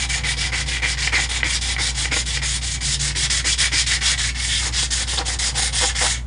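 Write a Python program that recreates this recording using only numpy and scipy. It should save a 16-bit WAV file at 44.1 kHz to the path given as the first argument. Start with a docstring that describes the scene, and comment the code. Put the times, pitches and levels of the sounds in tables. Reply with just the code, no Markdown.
"""A domed metal cover is sanded by hand on a workbench, in quick back-and-forth strokes, for six seconds.
Throughout, fine grit hisses as filtered noise and coarse grit rings the cover as random blows on resonators.
From about one second on, stick-slip squeaks, judder and knocks of the cover on the bench come and go;
the knocks become rare and faint before the hand lifts off in a last, slowly fading stroke.
Behind it all a mains-driven machine hums and rumbles as sine lines and coloured noise; one microphone."""
import sys
import numpy as np
from scipy import signal
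from scipy.fft import rfft, irfft
from scipy.io import wavfile
from scipy.ndimage import map_coordinates

SR = 44100
rng = np.random.default_rng(int(sys.argv[2]) if len(sys.argv) > 2 else 0)


def wav_out(sig):
    """Save sig, one row per channel (or a flat mono array), as 16-bit PCM at SR to the path in sys.argv[1]."""
    wavfile.write(sys.argv[1], SR, np.round(np.clip(np.atleast_2d(sig).T, -1, 1) * 32767).astype(np.int16))


N = 276066
TIME = np.arange(N) / SR


def from_db(db):
    """Logarithmic level: decibels to amplitude gain."""
    return 10 ** (np.asarray(db) / 20)


def rms_one(x):
    """Normalisation: scale to unit rms."""
    return x / np.sqrt(np.mean(x ** 2) + 1e-20)


def in_time(curve):
    """Linear interpolation: each column of a time table at every sample."""
    s, *columns = np.transpose(curve)
    return [np.interp(TIME, s, column) for column in columns]


def swell(middle_s, half_s):
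    """Smooth envelope: a short flat-topped rise and fall."""
    distance = np.minimum(np.abs(TIME - middle_s) / half_s, 4)
    return np.exp(-.5 * distance ** 4)


def flutter(per_s):
    """Bounded random modulation: lines between random values, at unit rms."""
    knots = rng.uniform(-1, 1, N // 20)
    return rms_one(np.interp(TIME * per_s, np.arange(len(knots)), knots))


def grains(per_s, spread_db):
    """Random impulse train: grit catches at chance moments with uneven force; rms 1."""
    force_db = spread_db * np.minimum(rng.exponential(1, N), 4)
    sizes = from_db(force_db) * rng.choice([-1, 1], N)
    return rms_one(sizes * (rng.random(N) < per_s / SR))


def coloured(x, spectrum):
    """Spectral shaping: weight a steady signal's frequencies; rms 1."""
    hz, db = np.transpose(spectrum)
    bins = np.maximum(np.arange(N // 2 + 1) * SR / N, 1)
    gain = from_db(np.interp(np.log(bins), np.log(hz), db))
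    return rms_one(irfft(rfft(x) * gain, N))


def resonate(x, modes):
    """Modal superposition: damped two-pole resonances in parallel."""
    out = np.zeros(N)
    for hz, width, db in modes:
        r = np.exp(-np.pi * width / SR)
        poles = [1, -2 * r * np.cos(2 * np.pi * hz / SR), r * r]
        # the tiny offset keeps the filter away from denormal numbers
        mode = (1 - r * r) / 2 * signal.lfilter([1, 0, -1], poles, x + 1e-18)
        out += from_db(db) * mode
    return out


def travelling(x, modes, wander_db):
    """Varying modal excitation: each resonance swells and fades as the paper travels over the metal."""
    return sum(resonate(x, [mode]) * from_db(wander_db * flutter(per_s=16)) for mode in modes)


# pushes and pulls in turn, a push first: start_s (break-away), rise_s (speeding up), hiss_db (relative)
STROKES = [(-.052, .035, -26), (0.087, 0.015, -26), (0.235, 0.06, -24), (0.366, 0.047, -26),
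           (.519, 0.06, -24.5), (.659, 0.05, -27.5), (0.819, 0.072, -22.5), (.97, 0.07, -22.5),
           (1.12, .025, -25.5), (1.288, 0.017, -26.5), (1.437, 0.081, -22.5), (1.61, .004, -25),
           (1.779, 0.061, -23.5), (1.943, 0.048, -24.5), (2.11, .04, -24), (2.254, 0.022, -26),
           (2.416, 0.052, -23), (2.612, 0.046, -26), (2.805, 0.054, -21), (2.989, 0.031, -22),
           (3.148, 0.054, -19.5), (3.297, 0.011, -20), (3.442, .037, -19.5), (3.576, 0.017, -20),
           (3.715, .04, -20), (3.862, .012, -20.5), (4.007, 0.053, -20.5), (4.174, 0.016, -23),
           (4.345, .11, -24), (4.722, 0.081, -20.5), (4.902, 0.016, -21.8), (5.067, 0.038, -25),
           (5.249, 0.022, -24), (5.386, 0.0057, -22), (5.541, 0.034, -24.5), (5.722, 0.05, -23.5),
           (5.947, 0.051, -24)]
LAST_STROKE_END_S = 6.223
# the hand brakes harder at the end of a push than of a pull, and lifts off slowly after the last stroke
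PUSH_BRAKE_S, PULL_BRAKE_S, LIFT_OFF_S = 0.051, .065, .125
# the paper bites as a pull breaks away: extra hiss and its decay time
BITE_DB, BITE_S = 1.5, 0.012


def hand(slip_s=0.002, first_speed=0.43):
    """Kinematics of a reversing stroke: relative speed, place (-.5 rim side, .5 crown), hiss level in dB."""
    rows = np.array(STROKES)
    turns = np.append(rows[:, 0], LAST_STROKE_END_S)
    k = np.clip(np.searchsorted(turns, TIME) - 1, 0, len(rows) - 1)
    start, rise, hiss_db = rows[k].T
    pushing = k % 2 == 0
    since = np.maximum(TIME - start, 0)
    left = turns[k + 1] - TIME
    # the paper sticks at the turn, breaks away at once, then gathers speed
    breaking_away = 1 - np.exp(-since / slip_s)
    gathering = first_speed + (1 - first_speed) * np.sin(np.pi / 2 * np.clip(since / rise, 0, 1))
    brake = np.select([k == len(rows) - 1, pushing], [LIFT_OFF_S, PUSH_BRAKE_S], PULL_BRAKE_S)
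    slowing = np.sin(np.pi / 2 * np.clip(left / brake, 0, 1)) ** 2
    speed = breaking_away * gathering * slowing
    progress = np.clip(since / (since + left), 0, 1)
    place = (progress - .5) * np.where(pushing, 1, -1)
    bite_db = np.where(pushing, 0, BITE_DB * np.exp(-since / BITE_S))
    return speed + 1e-6, place, hiss_db + bite_db


# spectrum of the even hiss of fine grit: pitch_hz, level_db (per Hz, relative)
GRIT = [(200, -22), (600, -29.5), (1000, -23), (1500, -28), (2500, -6.5), (3100, -2.5), (4300, 1),
        (5300, 3.5), (6000, 1), (7000, 2.5), (8300, 2.5), (9900, -6), (12000, -8)]
# broad resonances of the paper under the fingers: pitch_hz, width_hz, level_db (relative)
PAPER = [(2050, 450, -3), (3380, 260, 0), (3756, 600, 0), (4925, 810, 1.5), (6680, 550, 0.5),
         (7330, 760, -13.5), (9000, 430, -1)]


def hiss(speed, hiss_db, treble_db, level_db=2.0, paper_db=0.0, split_hz=5500, uneven_db=1.0, bright_db=-1.5):
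    """Friction noise of countless grains: treble grows more steeply with speed, so mid-stroke is brightest."""
    fine = coloured(grains(per_s=18000, spread_db=0.0), GRIT)
    paper = rms_one(travelling(grains(per_s=10000, spread_db=2.0), PAPER, wander_db=4.5))
    both = rms_one(fine + from_db(paper_db) * paper)
    low = signal.sosfiltfilt(signal.butter(2, split_hz, fs=SR, output="sos"), both)
    treble = (both - low) * from_db(treble_db + bright_db)
    stroke = low * speed ** 0.91 + treble * speed ** 2.64
    return from_db(level_db + hiss_db + uneven_db * flutter(per_s=110)) * stroke


# resonances of the hand-damped cover, before the grip shifts them: pitch_hz, width_hz, level_db (relative)
COVER = [(1610, 67, -3), (1883, 65, 6), (2015, 94, 8.5), (2255, 98, 9), (2390, 55, -30.5),
         (2764, 270, -1.5), (3080, 79, -4.5), (3980, 130, -11), (4470, 100, -40)]


def coarse_grit(speed, coarse_db, pitch, level_db=-3.0, uneven_db=2.5, shift=.015):
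    """Impulsive modal excitation: larger grains ring the cover; the moving grip shifts its pitch a little."""
    ring = travelling(grains(per_s=2800, spread_db=2.0), COVER, wander_db=2.0)
    ring = signal.sosfilt(signal.butter(2, 1300, "high", fs=SR, output="sos"), ring)
    # reading the ring faster or slower raises or lowers its pitch
    position = np.cumsum(pitch + shift * flutter(per_s=15))
    gripped = map_coordinates(ring, [position], order=3, mode="wrap")
    level = from_db(level_db + coarse_db + uneven_db * flutter(per_s=100))
    return rms_one(gripped) * speed ** 0.71 * level


# a push that starts at the rim catches briefly
CATCH_DELAY_S, CATCH_HALF_S = 0.02, .016


def catches(reach):
    """Momentary sticking: the paper catches just after each push begins, much harder nearer the rim."""
    return reach ** 2 * sum(swell(start + CATCH_DELAY_S, CATCH_HALF_S) for start, _, _ in STROKES[::2])


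# the paper sticks and slips with a ringing rasp: middle_s, half_length_s, pitch_hz (mean), level_db (relative)
SQUEAKS = [(1.036, 0.011, 4500, -25), (1.077, .0025, 2390, -19), (1.157, 0.0094, 4500, -23.5),
           (1.163, 0.016, 2000, -21), (3.947, 0.015, 2050, -27.5), (4.545, .05, 3380, -26),
           (5.181, .0056, 3450, -20.5), (5.188, 0.0026, 4610, -16), (6.019, .012, 2000, -26)]
CATCH_HZ, CATCH_SQUEAK_DB = 2080, -21.5


def squeaks(catch, level_db=0.5, jitter=.085, rough_db=3.5):
    """Stick-slip oscillation near one resonance: a rough tone whose pitch never holds still."""
    cycles = np.cumsum(1 + jitter * flutter(per_s=1000)) / SR
    rough = np.sqrt(2) * rms_one(from_db(rough_db * flutter(per_s=1400)))
    tones = from_db(CATCH_SQUEAK_DB) * catch * np.sin(2 * np.pi * CATCH_HZ * cycles)
    for middle, half, hz, db in SQUEAKS:
        tones += from_db(db) * swell(middle, half) * np.sin(2 * np.pi * hz * cycles)
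    return from_db(level_db) * rough * tones


# the paper drags and the cover judders: middle_s, half_length_s, bench_db (relative), rasp_db (relative)
JUDDERS = [(1.188, 0.013, -28, -37), (2.169, 0.0054, -22.5, -24), (4.663, 0.04, -33.5, -43),
           (4.833, 0.0048, -26, -35), (5.138, 0.0064, -26.5, -32), (5.202, 0.022, -24.5, -40),
           (5.293, .013, -31.5, -21), (5.588, .015, -28.5, -16.5), (5.63, 0.0087, -29.5, -30),
           (5.834, 0.023, -23.5, -18), (6.044, 0.033, -23, -16.5)]
# resonances of the bench under the cover: pitch_hz, width_hz, level_db (relative)
BENCH = [(504, 51, 2), (599, 37, -4.5), (777, 96, 5.5), (924, 110, 0), (1090, 9.2, -6.5), (1370, 230, -5)]
# dull thud of the cover's rim against the bench: pitch_hz, width_hz, level_db (relative)
THUD = [(321, 113, 7), (428, 150, -6)]
# share of each catch that shakes the bench and that rasps
CATCH_BENCH_DB, CATCH_RASP_DB = -27, -38.5


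def judder(speed, catch, bench_db, thud_db, level_db=-4.5, rasp_db=-5.5,
           rattle_db=-4.5, rattle_hz=1300, rattle_width_hz=900):
    """Coupled vibration: rubbing shakes the bench through the cover; where the paper drags it rattles and rasps."""
    rocking = from_db(CATCH_BENCH_DB) * catch
    drag = from_db(CATCH_RASP_DB) * catch
    for middle, half, rock_db, drag_db in JUDDERS:
        burst = swell(middle, half)
        rocking += from_db(rock_db) * burst
        drag += from_db(drag_db + rasp_db) * burst
    shake = np.hypot(speed ** 0.24 * from_db(bench_db), rocking)
    taps = grains(per_s=1500, spread_db=1.5)
    bench = travelling(taps * shake, BENCH, wander_db=2.5) / np.std(resonate(taps, BENCH))
    thud = resonate(taps * shake * from_db(thud_db), THUD) / np.std(resonate(taps, THUD))
    # the rocking rim chatters against the bench top
    rim = [(rattle_hz, rattle_width_hz, 0)]
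    chatter = rms_one(resonate(resonate(grains(per_s=1200, spread_db=6.5), rim), rim))
    rattle = from_db(rattle_db) * rocking * chatter
    rasp = drag * rms_one(resonate(grains(per_s=4700, spread_db=2.5), PAPER))
    return from_db(level_db) * (bench + thud + rattle) + rasp


# the cover knocks on the bench: start_s, level_db (first touch, relative)
KNOCKS = [(0.859, -6), (1.0745, -4.5), (1.0768, -15), (1.133, -10), (1.141, -8), (1.4311, -1.5),
          (1.7646, -9.5), (2.056, -7.5), (2.168, -13), (2.373, -9), (4.653, -20), (5.214, -19.5)]


def knocks(level_db=-1.0, bench_db=-9.5, contact_hz=3200, rim_hz=2000, rim_width_hz=240, rim_db=-2.0,
           bounce_s=.0016, bounce_db=-5.0, count=4):
    """Impact and rebound: the rim drops, and a clack with quick, dying bounces rings cover and bench."""
    contact = signal.butter(4, contact_hz, fs=SR, output="sos")
    blow = signal.sosfilt(contact, signal.unit_impulse(N) + 1e-18)
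    clack = resonate(blow, COVER + [(rim_hz, rim_width_hz, rim_db)])
    ring = (clack + from_db(bench_db) * resonate(blow, BENCH))[:SR // 10]
    blows = np.zeros(N)
    all_gaps = rng.uniform(.5, 2, (len(KNOCKS), count))
    for (s, db), gaps in zip(KNOCKS, all_gaps):
        touches = s + bounce_s * (np.cumsum(gaps) - gaps[0])
        touch_db = db + level_db + bounce_db * np.arange(count)
        blows[np.round(touches * SR).astype(int)] += from_db(touch_db)
    return signal.fftconvolve(blows, ring / np.abs(ring).max())[:N]


def workshop(x, t60=0.23, room_db=-11.5, first_echo_s=0.0026, moves_per_s=9.0, count=8):
    """Reverberation: a short, dense tail whose reflections keep changing as hand and body move."""
    t, wet = TIME[:SR // 3], np.zeros(N)
    for k in range(count):
        tail = rng.standard_normal(len(t)) * from_db(-60 * t / t60) * (t > first_echo_s)
        # the tails take turns, each cross-fading into the next
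        away = np.abs((TIME * moves_per_s - k) % count - count / 2)
        share = np.cos(np.pi / 2 * np.minimum(away, 1))
        wet += signal.fftconvolve(x * share, tail / np.linalg.norm(tail))[:N]
    return x + from_db(room_db) * wet


# mains hum, before its slight waver: pitch_hz, level_db (rms)
HUM = [(60, -28), (120, -42), (240, -50.5)]
# spectrum of the machine's low rumble in the room: pitch_hz, level_db (per Hz, relative)
RUMBLE = [(20, -35), (40, -25), (48, -16.5), (58, -3), (80, -3), (95, 1), (110, -3), (130, -1.5), (165, -9),
          (200, -14.5), (400, -25), (1000, -27.5), (4000, -40.5), (11000, -46.5)]
RUMBLE_DB = -37  # rms


def machine(waver=0.034):
    """Harmonic and broadband radiation: mains lines, wavering slightly in level, over a low rumble."""
    lines = np.zeros(N)
    for hz, db in HUM:
        lines += from_db(db) * np.sqrt(2) * np.sin(2 * np.pi * (hz * TIME + rng.random()))
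    rumble = from_db(RUMBLE_DB) * coloured(rng.standard_normal(N), RUMBLE)
    return lines * (1 + waver * flutter(per_s=7.0)) + rumble


# level of the machine's wavering drone: start_s, level_db (rms)
DRONE = [(0, -35.5), (.3, -34.5), (1.4, -45), (2.0, -38), (3.1, -33.5), (3.6, -41), (5.2, -50), (6.25, -50)]
# the resonance that carries the drone: pitch_hz, width_hz, level_db (relative)
DRONE_MODE = [(139.4, 9.8, 0)]


def drone(level_db=0.0):
    """Narrow-band resonance: noise filtered twice by one mode, swelling and fading."""
    band = rms_one(resonate(resonate(rng.standard_normal(N), DRONE_MODE), DRONE_MODE))
    return band * from_db(level_db + in_time(DRONE)[0])


# how the paper lies on the dome:
# start_s, reach (towards the rim, 0-1), coarse_db (relative), treble_db (relative)
GRIP = [(0, 0.68, -24, -.5), (.6, 0.82, -24.5, -3), (1.2, 0.95, -21, -3), (1.6, 0.74, -27.5, -0.5),
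        (2.2, 1, -27.5, -1), (2.72, 0.18, -34.5, 0), (3.45, 0.74, -23.5, 0.2), (3.9, 0.73, -22.5, -1.8),
        (4.35, 0.06, -27.5, -0.7), (5.25, 0.23, -36, -1.5), (6.0, 0.43, -26.5, 4.2)]
# how the cover sits on the bench:
# start_s, bench_db (ring, relative), thud_db (against the ring), pitch (factor of the gripped cover)
CONTACT = [(0, -37.5, -9, 1.015), (1.1, -35.5, -5.5, 1.03), (2.2, -41.5, -3, 1.02), (2.7, -44.5, -2, 1.04),
           (3.1, -42.5, 1.5, 0.93), (3.55, -45.5, 2, 1.03), (4.0, -40.5, -3.5, 1.0), (4.5, -44.5, -4, 0.95),
           (5.0, -38, -7, .91), (5.6, -35.5, -9, 0.92), (6.2, -39.5, -19, 0.95)]
# from rim to crown the hiss grows and brightens and the coarse grit fades; reach scales the last two
CROWN_HISS_DB, CROWN_TREBLE_DB, CROWN_COARSE_DB = 0.5, 3.5, -6.5


def scene():
    """Superposition: the sanding in its room, over the hum; both channels alike."""
    speed, place, hiss_db = hand()
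    reach, coarse_db, treble_db = in_time(GRIP)
    bench_db, thud_db, pitch = in_time(CONTACT)
    reach = np.clip(reach, 0, 1)
    catch = catches(reach)
    fine = hiss(speed, hiss_db + CROWN_HISS_DB * place, treble_db + CROWN_TREBLE_DB * reach * place)
    coarse = coarse_grit(speed, coarse_db + CROWN_COARSE_DB * reach * place, pitch)
    cover = judder(speed, catch, bench_db, thud_db) + knocks()
    sanding = workshop(fine + coarse + squeaks(catch) + cover)
    return np.tile(sanding + machine() + drone(), (2, 1))


CUTOFF_HZ = 10100


def record(dry):
    """Band limiting: the recorder cuts the top steeply."""
    return signal.sosfilt(signal.ellip(10, .2, 70, CUTOFF_HZ, fs=SR, output="sos"), dry)


dry = scene()
out = record(dry)
wav_out(out)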